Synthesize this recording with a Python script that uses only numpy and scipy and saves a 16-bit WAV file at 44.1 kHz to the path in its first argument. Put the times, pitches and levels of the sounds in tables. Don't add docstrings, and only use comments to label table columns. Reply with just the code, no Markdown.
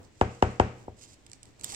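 import sys
import numpy as np
from scipy import signal
from scipy.fft import rfft, irfft
from scipy.io import wavfile

SR = 44100
rng = np.random.default_rng(int(sys.argv[2]) if len(sys.argv) > 2 else 0)


def store_pcm(level_fs):
    pcm = np.round(np.clip(level_fs, -1, 1) * 32767).astype(np.int16)
    wavfile.write(sys.argv[1], SR, np.atleast_2d(pcm).T)


N = 77175
FFT_SIZE = 131072
HZ = np.fft.rfftfreq(FFT_SIZE, 1 / SR)
T = np.arange(N) / SR
TABLE_LAG_S, COIN_LAG_S = 0.00026, 0.0004

# (frequency [Hz], left minus right [dB])
KNOCK_BALANCE = [(60, 6.5), (230, -2.5), (500, 2), (1100, 5), (2800, 9), (4500, -9.5), (9000, -5.5)]
# (frequency [Hz], coherence [1])
BACKGROUND_COHERENCE = [(100, 0.7), (500, 0.3), (2000, .1)]


def amp(db):
    return 10 ** (np.asarray(db) / 20)


def unit_rms(x):
    return x / np.sqrt(np.mean(x ** 2) + 1e-20)


def curve(points, hz=HZ):
    f, value = np.transpose(points)
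    return np.interp(np.log(hz + 1), np.log(f + 1), value)


def filtered(x, response):
    return irfft(rfft(x, FFT_SIZE) * response, FFT_SIZE)[..., :N]


def shaped(noise, spectrum, envelope):
    gain = amp(np.interp(T, *np.transpose(envelope)))
    return gain * unit_rms(filtered(noise, amp(curve(spectrum))))


def causal(gain):
    cepstrum = irfft(np.log(np.maximum(gain, 1e-6)))
    cepstrum[1:FFT_SIZE // 2] *= 2
    cepstrum[FFT_SIZE // 2 + 1:] = 0
    return np.exp(rfft(cepstrum))


def lowpass(cut_hz, order=3):
    return causal((1 + (HZ / cut_hz) ** (2 * order)) ** -.5)


def delay(seconds):
    return np.exp(-2j * np.pi * HZ * seconds)


def decay(t, t60):
    return 1000 ** (-t / t60)


def placed(balance, lag_s):
    side_db = curve(balance) / 2
    return np.array([amp(side_db) * delay(lag_s), amp(-side_db)])


def noise_pair(coherence):
    angle = np.arccos(np.clip(curve(coherence), -1, 1)) / 2
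    mid, side = filtered(rng.standard_normal((2, N)), np.array([np.cos(angle), np.sin(angle)]))
    return np.array([mid + side, mid - side])


def diffuse_tail(spectrum, decay_times, rise_s):
    # (frequency [Hz], coherence [1])
    coherence = [(100, .8), (400, 0.98), (1000, 0.26), (2000, .05)]
    hz, t, bands = signal.stft(noise_pair(coherence), SR, nperseg=256)
    t60 = curve(decay_times, hz)[:, None]
    equal_energy = np.sqrt(2 * np.log(1000) / (t60 * SR))
    ring = signal.istft(bands * decay(t, t60) * equal_energy, SR, nperseg=256)[1][:, :N]
    onset = 1 - np.exp(-(T / rise_s) ** 2)
    return rfft(ring * onset, FFT_SIZE) * causal(amp(curve(spectrum)))


def room_noise():
    # (frequency [Hz], relative level [dB])
    spectrum = [(25, -3.5), (110, -3), (170, -13), (280, -10), (900, -32.5), (2000, -18.5), (5000, -26.5),
                (8000, -27.5), (10000, -51.5), (16000, -79)]
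    return amp(-62.5) * unit_rms(filtered(noise_pair(BACKGROUND_COHERENCE), amp(curve(spectrum))))


def hand_noise():
    # (time [s], level [dB])
    envelope = [(0, -49), (.06, -57.5), (.15, -62.5), (.7, -60), (.81, -54), (.95, -61.5), (1.12, -59.5),
                (1.2, -62.5), (1.3, -60), (1.42, -62.5), (1.48, -57), (1.56, -63.5), (1.63, -52.5),
                (1.75, -52)]
    # (frequency [Hz], relative level [dB])
    spectrum = [(25, -18.5), (60, -1.5), (110, 5), (160, -7), (280, -3), (450, -7.5), (800, -12.5),
                (1500, -20.5), (4000, -41)]
    return shaped(noise_pair(BACKGROUND_COHERENCE), spectrum, envelope)


def nail_ticks():
    # (time [s], relative level [dB], T60 [s], cut-off [Hz])
    contacts = [(1.1415, -47.5, .008, 11000), (1.2647, -39, 0.012, 7950), (1.298, -44, .007, 8360),
                (1.3161, -37, 0.0097, 6520), (1.3321, -33.5, 0.011, 7400), (1.4304, -41, 0.015, 8900),
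                (1.4551, -42.5, 0.0065, 9100), (1.596, -41.5, 0.011, 8900), (1.6112, -36, 0.0087, 9000),
                (1.6176, -50, 0.0062, 9000), (1.635, -39.5, 0.034, 11950), (1.6422, -24, 0.0062, 16000),
                (1.6446, -15.5, 0.0041, 18200), (1.699, -35, 0.012, 11100), (1.7217, -30.5, 0.0094, 12000),
                (1.7274, -32.5, .008, 9000), (1.741, -28.5, 0.0064, 7100), (1.745, -30.5, 0.019, 6900)]
    # (frequency [Hz], relative level [dB])
    spectrum = [(200, -23), (1400, -17.5), (2300, -10), (3300, -5), (5400, -7), (6600, -6.5), (7900, 3),
                (9300, -6), (11000, -18.5), (13000, -17), (15000, -15.5), (16000, -27.5)]
    rise_s = 0.00022
    ticks = np.zeros(N)
    for start, db, t60, cut_hz in contacts:
        t = np.maximum(T - start, 0)
        burst = amp(db) * (1 - np.exp(-t / rise_s)) * decay(t, t60) * rng.standard_normal(N)
        ticks += signal.lfilter(*signal.butter(2, cut_hz, fs=SR), burst)
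    return filtered(ticks, causal(unit_rms(amp(curve(spectrum)))))


def friction():
    # (time [s], level [dB])
    rub_envelope = [(0, -82), (.045, -65.5), (.09, -81.5), (.19, -67.5), (.26, -74), (.35, -62.5),
                    (.42, -69.5), (.53, -63), (.7, -83.5), (.8, -68), (.93, -85), (.99, -60.5),
                    (1.045, -52), (1.07, -64.5), (1.14, -58.5), (1.165, -78.5), (1.32, -73.5), (1.345, -63),
                    (1.39, -93), (1.46, -69.5), (1.56, -79.5), (1.63, -60), (1.65, -48.5), (1.68, -49),
                    (1.70, -44), (1.732, -50.5), (1.75, -41)]
    scrape_envelope = [(0, -100), (1.60, -82), (1.66, -64), (1.722, -62.5), (1.731, -42.5), (1.742, -56.5),
                       (1.75, -64)]
    # (frequency [Hz], relative level [dB])
    rub_spectrum = [(200, -11.5), (900, -10), (1500, -14), (2400, -4.5), (3600, -2), (5500, -1.5),
                    (7800, 1), (9300, -10.5), (11000, -26.5), (14300, -20.5), (15800, -40)]
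    scrape_spectrum = [(200, -20.5), (550, -7), (850, 5.5), (1100, -3.5), (1600, -16.5), (3000, -35)]
    slips_per_s, spread_db = 480, 3.5
    slip_db = spread_db * np.interp(T * slips_per_s, np.arange(N), rng.standard_normal(N))
    slips = amp(slip_db) * rng.standard_normal(N)
    return shaped(slips, rub_spectrum, rub_envelope) + shaped(slips, scrape_spectrum, scrape_envelope)


def grip():
    # (frequency [Hz], left minus right [dB])
    balance = [(300, 2.5), (2300, 7.5), (5000, -11.5), (8000, -14), (14000, -14)]
    room_spectrum = [(200, 3.5), (8000, 4.5), (12000, -0.5)]  # (frequency [Hz], relative level [dB])
    room_t60 = [(200, 0.17), (3000, 0.75), (10000, 0.45)]  # (frequency [Hz], T60 [s])
    source = nail_ticks() + friction()
    reverb = amp(-14.5) * diffuse_tail(room_spectrum, room_t60, rise_s=0.004)
    return filtered(source, placed(balance, COIN_LAG_S) + reverb)


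def knock_reverberation():
    # (frequency [Hz], relative level [dB])
    table_spectrum = [(60, -21), (200, -8.5), (450, -2.5), (900, -4), (1400, -5), (2100, -13.5),
                      (2900, -17.5), (4000, -29.5), (8000, -24.5), (12000, -54)]
    room_spectrum = [(40, -13.5), (120, 5), (400, 1.5), (800, -1), (1400, -8.5), (2000, -9), (2700, -11),
                     (3600, -22.5), (8000, -26), (10500, -51.5), (15000, -43.5)]
    # (frequency [Hz], T60 [s])
    table_t60 = [(200, 0.27), (1000, .085), (6000, 0.062)]
    room_t60 = [(100, 0.32), (800, .46), (2500, .48), (7000, 0.51)]
    table = amp(20) * diffuse_tail(table_spectrum, table_t60, rise_s=0.0068)
    room = amp(13) * diffuse_tail(room_spectrum, room_t60, rise_s=0.021)
    return table + room


def coin_ring():
    # (frequency [Hz], relative level [dB], T60 [s])
    modes = [(2916, -30, 0.022), (3770, -35, .01), (5463, -41, .012), (7540, -37, .012)]
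    spread_db, detune = 5, 0.045
    t = T[:SR // 20]
    ring = 0
    for hz, db, t60 in modes:
        gains = amp(db + rng.normal(0, spread_db, (2, 1)))
        ring += gains * decay(t, t60) * np.sin(2 * np.pi * hz * rng.normal(1, detune) * t)
    return rfft(ring, FFT_SIZE) * placed(KNOCK_BALANCE, COIN_LAG_S)


def table_modes():
    # (frequency [Hz], relative level [dB], T60 [s])
    modes = [(53.4, -25, .2), (83.4, -20, 0.23), (114.8, -22.5, .15), (121.8, -35.5, 0.66),
             (189, -38.5, .5), (222.6, -33, .3), (363.5, -35, 0.3), (414.6, -28.5, 0.24),
             (474.5, -43, 0.84), (569, -47.5, .28), (606, -34.5, .25), (754.3, -31.5, .26),
             (1270, -42, 0.42), (1532, -39, .25)]
    rise_s = 0.002
    ring = sum((-1) ** k * amp(db) * decay(T, t60) * np.sin(2 * np.pi * hz * T)
               for k, (hz, db, t60) in enumerate(modes))
    return rfft(ring * (1 - np.exp(-T / rise_s)), FFT_SIZE)


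def dispersion(travel_s):
    return np.exp(-4j * np.pi * travel_s * np.sqrt(1000 * HZ))


def bending_wave():
    # (frequency [Hz], relative level [dB])
    spectrum = [(30, -20.5), (100, -2), (250, -2.5), (480, -1), (800, 8), (1100, -4.5), (1500, -4.5),
                (2100, -12.5), (2900, -11.5), (4000, -25.5), (7500, -25), (9500, -37.5), (15000, -58)]
    direct = dispersion(travel_s=0.001121)
    edge_echo = -amp(9) * lowpass(900, order=2) * delay(0.001094) * direct
    far_echo = amp(-5.5) * dispersion(travel_s=0.0042)
    return amp(16.5) * causal(amp(curve(spectrum))) * (direct + edge_echo + far_echo)


def knocks():
    # (time [s], relative level [dB], contact cut-off [Hz])
    blows = [(0.2117, -2.1, 9300), (0.424, -0.5, 9000), (0.5979, -0.43, 8850), (0.8791, -21, 800)]
    vary_hz = 2140
    angle = np.arctan(HZ / vary_hz)
    table = (bending_wave() + table_modes()) * placed(KNOCK_BALANCE, TABLE_LAG_S)
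    common_tail = np.cos(angle) * knock_reverberation()
    spectrum = 0
    for start, db, cut_hz in blows:
        response = table + coin_ring() + common_tail + np.sin(angle) * knock_reverberation()
        spectrum += amp(db) * lowpass(cut_hz) * delay(start) * response
    return irfft(spectrum, FFT_SIZE)[:, :N]


def scene():
    return knocks() + grip() + hand_noise() + room_noise()


def record(dry):
    return filtered(dry, HZ < 16000)


dry = scene()
out = record(dry)
store_pcm(out)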